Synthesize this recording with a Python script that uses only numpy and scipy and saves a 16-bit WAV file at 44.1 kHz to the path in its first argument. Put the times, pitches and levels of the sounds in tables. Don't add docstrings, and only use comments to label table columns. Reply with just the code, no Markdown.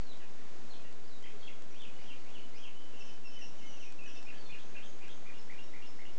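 import sys
import numpy as np
from scipy import signal
from scipy.fft import rfft, irfft, next_fast_len
from scipy.io import wavfile
from scipy.ndimage import uniform_filter1d, map_coordinates

SR = 44100
rng = np.random.default_rng(int(sys.argv[2]) if len(sys.argv) > 2 else 0)


def pcm_store(signal):
    levels = np.round(np.clip(np.atleast_2d(signal), -1, 1) * 32767)
    wavfile.write(sys.argv[1], SR, levels.astype(np.int16).T)


def amplitude_ratio(level_db):
    exponent = np.asarray(level_db, float) / 20
    return 10 ** exponent


N = 272749

# (frequency [Hz], density [dB per Hz])
HISS_SPECTRUM = [(20, -22.5), (60, -8.5), (90, -6.5), (150, -2.5), (300, -0.5), (450, -3.5), (700, -6.5),
                 (1200, -10.5), (2500, -14.5), (5000, -18.5), (6500, -19.5), (7600, -23), (8300, -32.5),
                 (9000, -46)]
# (time [s], level [dB])
HISS_LEVEL = [(0.0, -57), (1.03, -57), (1.86, -56.5), (2.48, -57), (2.94, -57), (3.61, -57), (4.78, -56.5),
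              (4.96, -57), (6.18, -56.5)]
# (start [s], length [s], start pitch [Hz],
# end pitch [Hz], level [dB])
PURE_GLIDES = [ (.008, 0.015, 4660, 4300, -63), (.04, 0.015, 4830, 4350, -69),
               (.062, 0.078, 4290, 3790, -60), (.75, 0.027, 2600, 2500, -66),
               (.2, 0.034, 2050, 1495, -64), (.205, 0.032, 3010, 2380, -59),
               (.365, .03, 2750, 2330, -67), (.37, 0.049, 1800, 1830, -66.5),
               (.695, 0.0348, 4510, 3960, -59.5), (.83, 0.047, 3060, 2560, -62),
               (.82, .07, 1980, 1850, -68), (1.035, 0.024, 4300, 4880, -66),
               (1.075, 0.028, 5310, 4210, -64), (1.1, 0.053, 4240, 3710, -62),
               (1.23, 0.025, 3084, 3230, -57), (1.24, 0.037, 1960, 2570, -58.5),
               (1.25, 0.016, 2440, 2910, -54), (1.428, 0.056, 3252, 3334, -54),
               (1.482, 0.029, 2075, 2430, -63.5),
               (1.928, 0.11, 2930, 2900, -63.5), (2.412, .06, 3020, 2980, -67),
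                (2.752, 0.032, 2980, 3030, -58.5), (2.801, 0.053, 3180, 2926, -58.5),
                (2.909, 0.055, 3080, 2610, -60.5), (3.078, 0.057, 3060, 2986, -58),
                (3.337, 0.058, 3011, 2997, -52.5), (3.378, 0.043, 2140, 1760, -64),
                (3.826, 0.032, 3870, 3320, -68), (3.703, 0.066, 2954, 2926, -68.5),
                (3.845, .04, 2570, 2480, -61), (4.048, .035, 1976, 1560, -64.5),
                (4.085, 0.018, 3370, 3130, -59.5), (4.146, 0.022, 3600, 3590, -59.5),
                (4.863, .04, 3140, 3100, -71), (5.118, 0.036, 3090, 3080, -71),
                (3.988, 0.034, 2746, 2410, -56), (4.017, 0.041, 2460, 2665, -53),
                (1.494, .09, 3300, 3290, -72), (3.618, .04, 3010, 2940, -65),
                (2.969, 0.044, 3030, 3040, -60), (3.397, 0.051, 3020, 3000, -62.5),]
# (frequency [Hz], reverberation time T60 [s])
PORCH_DECAY = [(1500, .22), (3500, 0.22), (7000, 0.49)]
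# (frequency [Hz], gain [dB])
MICROPHONE = [(100, -0.5), (1000, 3), (6500, -1.5), (7800, -0.5), (8600, -19.5), (9200, -70)]
# (start [s], length [s], start pitch [Hz], end pitch [Hz], level [dB])
DROPS = [(.112, 0.021, 3900, 3100, -58), (0.726, 0.021, 4060, 2966, -56), (1.252, 0.017, 3215, 2310, -57.5),
         (1.268, 0.024, 2900, 1760, -62), (1.41, 0.017, 4580, 3420, -58), (1.463, 0.0198, 3575, 2520, -57),
         (1.478, .02, 2895, 1956, -56), (3.825, .022, 2730, 2020, -58), (0.371, 0.0299, 2794, 1805, -67),
         (4.745, 0.013, 2607, 1410, -55)]
# (time [s], peak level [dB])
TICKS = [(0.1728, -52), (0.6943, -62), (0.926, -51.5), (1.1865, -56), (1.2255, -51), (1.6213, -52),
         (1.748, -56), (1.8175, -52), (1.8777, -56), (2.0905, -59), (2.3035, -57), (2.6635, -58),
         (2.9183, -71), (3.4466, -60.5), (3.9229, -48.5), (4.037, -54), (4.0925, -53.5), (4.1612, -52.5),
         (4.2272, -49), (4.579, -61), (5.0814, -50), (6.159, -64)]
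# (start [s], length [s], start pitch [Hz], end pitch [Hz], level [dB])
NEIGHBOUR_WHISTLES = [ (1.317, 0.049, 423, 416, -58.5), (1.701, 0.034, 5950, 5670, -66),
                      (2.193, 0.023, 4490, 4420, -66), (2.374, 0.045, 4410, 4210, -69),
                      (3.625, 0.036, 2153, 2147, -60.5), (4.346, 0.088, 4670, 4440, -65.5),
                      (4.435, 0.072, 4310, 4110, -63.5), (4.456, 0.067, 3580, 3430, -62),
                      (4.62, .05, 5860, 6590, -66.5), (4.844, 0.053, 6090, 6800, -64.5),
                      (5.098, 0.072, 6000, 6660, -68), (5.378, 0.025, 5480, 5100, -59.5),
                      (5.617, 0.036, 5320, 5650, -66.5), (5.635, 0.05, 3810, 3770, -63),
                      (5.846, 0.045, 5370, 5185, -60.5), (6.11, 0.032, 5200, 5500, -66.5),
                      (4.14, .04, 4520, 4480, -71.5), (4.748, 0.023, 630, 590, -61), ]
# (time [s], pitch [ratio], level [dB], climb's octave [share])
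ARCH_SHAPE = [(-.095, .62, -9, 0.73), (-.062, .76, -9, 1), (-.038, .94, -6, 0.86),
              (-.022, 1.01, -7.5, 0.63), (0, .99, -2.5, .2), (.025, .86, 0.5, 0.25),
              (0.059, 0.66, -9.5, .1)]
# (brink [s], top pitch [Hz], level [dB], octave of the climb [dB])
ARCHES = [
    (1.81, 3440, -54, -28),
    (2.08, 3295, -54, 1),
    (2.338, 3330, -54.5, -13),
    (2.624, 3308, -53.5, 1),
]
# (start [s], length [s], start pitch [Hz], end pitch [Hz], level [dB])
WARBLE = [ (2.976, .045, 3106, 2605, -56.5), (3.052, 0.05, 3173, 2490, -60.5),
          (3.239, .05, 2747, 2624, -58), (3.3, 0.047, 3080, 3000, -61.5), (3.336, 0.034, 2780, 2460, -59.5),
          (3.39, 0.049, 3053, 2664, -53), (3.578, .055, 3134, 2596, -60), (3.66, 0.061, 3053, 2826, -56.5),
          (3.727, 0.052, 3300, 2625, -61), (3.796, .035, 3130, 2710, -56.5), (4.06, 0.051, 2994, 2600, -58),
          (4.132, 0.046, 3090, 2630, -56.5), ]
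# (length [share], sweep [share], level [dB])
SLUR_SHAPE = [(0, 0, -3.5), (.3, .15, -1.5), (.7, .88, 0.5), (1, 0.99, -3)]
# (time [s], pitch [ratio], level [dB])
CHIRP_PARTS = [
    [(-.028, .8, -10), (-.004, .9, -3.5)],
    [(0, 1, 0.5), (.018, .88, -4.5), (.03, 0.59, -16)],
    [(.035, .6, -13.5), (.07, .58, -21)],
]
# (time [s], pitch [ratio], level [dB])
HOOK_PARTS = [
    [(.03, .86, -14), (.058, .94, -11)],
    [(.061, .99, 2.5), (.068, 1.03, 1.5), (.075, 1.13, -0.5), (.081, 1.26, -8)],
]
# (start [s], pitch [Hz], level [dB], hook pitch [Hz], hook level [dB])
HOOKED_CHIRPS = [
    (4.281, 2868, -49.5, 2946, -60),
    (4.524, 2896, -47.5, 3125, -55.5),
    (4.764, 2855, -51.5, 3105, -54),
    (5.03, 2760, -51.5, 3145, -56.5),
]
# (time [s], pitch [ratio], level [dB])
SCOOP_SHAPE = [(0, 0.76, -7), (.012, .97, 0.5), (.043, 1.01, -3), (.054, 0.7093, 0.5)]
# (time [s], pitch [ratio], level [dB])
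FLICK_SHAPE = [(0, .99, 3), (.011, 1.01, -4), (.02, 1.27, -5)]
# (start [s], scoop pitch [Hz], level [dB], delay of flick [s], flick level [dB])
PAIRS = [
    (5.25, 2426, -55.5, 0.089, -55),
    (5.495, 2405, -54, 0.088, -52),
    (5.73, 2360, -55.5, .092, -52),
    (5.984, 2223, -56, 0.069, -53),
]

PURE_OCTAVE_DB, CHIRP_OCTAVE_DB = -32, -25.5


def unit(x):
    return x / np.sqrt(np.mean(x ** 2) + 1e-20)


def along(points, hz):
    f, v = np.transpose(points)
    return np.interp(np.log(hz + 1), np.log(f + 1), v)


def wobble(rate_hz):
    knots = rng.standard_normal(int(N * rate_hz / SR) + 4)
    return map_coordinates(knots, [np.arange(N) * rate_hz / SR])


def coloured(x, spectrum):
    m = next_fast_len(N + 8192)
    gain = amplitude_ratio(along(spectrum, np.fft.rfftfreq(m, 1 / SR)))
    return irfft(rfft(x, m) * gain, m)[:N]


def add_note(track, rows, flutter, fade):
    s, hz, db, octave_db = np.transpose(rows)
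    i = np.arange(round(s[0] * SR), min(N, round(s[-1] * SR)))
    t = i / SR

    def smooth(values):
        return uniform_filter1d(np.interp(t, s, values), size=300, mode="nearest")

    phase = 2 * np.pi * np.cumsum(smooth(hz) * flutter[i]) / SR
    nearest_end = np.minimum(t - s[0], s[-1] - t)
    edge = np.sin(np.pi / 2 * np.clip(nearest_end / fade, 0, 1))
    tone = np.sin(phase) + amplitude_ratio(smooth(octave_db)) * np.sin(2 * phase)
    track[i] += np.sqrt(2) * edge * amplitude_ratio(smooth(db)) * tone


def placed(shape, start, hz, db, octave_db):
    return [(start + s, hz * ratio, db + level, octave_db) for s, ratio, level in shape]


def hiss():
    s, db = np.transpose(HISS_LEVEL)
    level = np.interp(np.arange(N) / SR, s, db) + 0.5 + 0.54 * wobble(3.63)
    return unit(coloured(rng.standard_normal(N), HISS_SPECTRUM)) * amplitude_ratio(level)


def whine():
    t = np.arange(N) / SR
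    return amplitude_ratio(-78) * np.sin(2 * np.pi * 6667 * t + 0.23 * wobble(26))


def glide(start, length, hz0, hz1, db):
    share = np.array([0, 0.45, 1])
    sweep = np.array([0, 0.6, 1])
    hz = hz0 + (hz1 - hz0) * sweep
    level = db - np.array([1.5, 0, 4.5])
    return np.transpose([start + length * share, hz, level, np.full(3, PURE_OCTAVE_DB)])


def song_notes():
    smooth = [glide(*row) for row in PURE_GLIDES]
    smooth += [slur(*row) for row in WARBLE]
    hoarse = [drop(*row) for row in DROPS] + [arch(*row) for row in ARCHES]
    for row in HOOKED_CHIRPS:
        chirp, hook = hooked_chirp(*row)
        hoarse += chirp
        smooth += hook
    for row in PAIRS:
        hoarse += pair(*row)
    return smooth, hoarse


def songbird():
    smooth, hoarse = np.zeros((2, N))
    tremor = wobble(150)
    smooth_notes, hoarse_notes = song_notes()
    for rows in smooth_notes:
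        add_note(smooth, rows, 1 + 0.006 * tremor, fade=0.00073)
    for rows in hoarse_notes:
        add_note(hoarse, rows, 1 + 0.016 * tremor, fade=0.00073)
    swell = amplitude_ratio(1.5 * wobble(90) + 2.5 * wobble(220))
    rasp = 1 + 0.3 * wobble(700)
    return swell * (smooth + hoarse * rasp)


def porch(x):
    slices = np.arange(N) * 12 / SR % 3
    out = np.zeros(N)
    for k in range(3):
        hz, t, z = signal.stft(rng.standard_normal(SR // 2), SR, nperseg=256)
        since = np.maximum(t - .018, 0)
        walls = amplitude_ratio(-60 * since / along(PORCH_DECAY, hz)[:, None])
        yard = amplitude_ratio(-11.0 - 60 * t / 1.1)
        tail = signal.istft(z * (walls + yard), SR, nperseg=256)[1]
        share = np.clip(1 - np.abs((slices - k + 3 / 2) % 3 - 3 / 2), 0, 1)
        delayed = np.pad(x * np.sqrt(share), (60, 0))
        out += signal.fftconvolve(delayed, tail / np.linalg.norm(tail))[:N]
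    return out


def drop(start, length, hz0, hz1, db):
    return [(start, hz0, db, PURE_OCTAVE_DB), (start + length, hz1, db - 1.5, PURE_OCTAVE_DB)]


def ticks():
    spikes = (rng.random(N) < 25 / SR) * amplitude_ratio(-50) * rng.standard_normal(N)
    for s, db in TICKS:
        spikes[round((s + .0012) * SR)] = amplitude_ratio(db + 20.5)
    return coloured(spikes, MICROPHONE)


def neighbours():
    track = np.zeros(N)
    flutter = 1 + 0.0032 * wobble(100)
    for start, length, hz0, hz1, db in NEIGHBOUR_WHISTLES:
        rows = [(start, hz0, db, -30), (start + length, hz1, db, -30)]
        add_note(track, rows, flutter, fade=.006)
    return track * amplitude_ratio(0.82 * wobble(65))


def arch(brink, hz, db, climb_db):
    octave_range = climb_db - PURE_OCTAVE_DB
    return [(brink + s, hz * ratio, db + level, PURE_OCTAVE_DB + share * octave_range)
            for s, ratio, level, share in ARCH_SHAPE]


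def slur(start, length, hz0, hz1, db):
    share, sweep, level = np.transpose(SLUR_SHAPE)
    hz = hz0 + (hz1 - hz0) * sweep
    return np.transpose([start + length * share, hz, db + level, np.full(len(share), -3)])


def hooked_chirp(start, hz, db, hook_hz, hook_db):
    chirp = [placed(part, start, hz, db, CHIRP_OCTAVE_DB) for part in CHIRP_PARTS]
    hook = [placed(part, start, hook_hz, hook_db, CHIRP_OCTAVE_DB) for part in HOOK_PARTS]
    return chirp, hook


def pair(start, hz, db, after, flick_db):
    scoop = placed(SCOOP_SHAPE, start, hz, db, CHIRP_OCTAVE_DB)
    flick = placed(FLICK_SHAPE, start + after, 2824, flick_db, -18)
    return [scoop, flick]


def scene():
    birds = songbird() + neighbours()
    song = amplitude_ratio(-5) * birds + porch(birds)
    return (coloured(song, MICROPHONE) + hiss() + whine() + ticks())[None]


def low_pass(x):
    return signal.sosfilt(signal.butter(12, 8580, fs=SR, output="sos"), x)


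def record(dry):
    mix = dry - .0538
    return low_pass(mix)


dry = scene()
out = record(dry)
pcm_store(out)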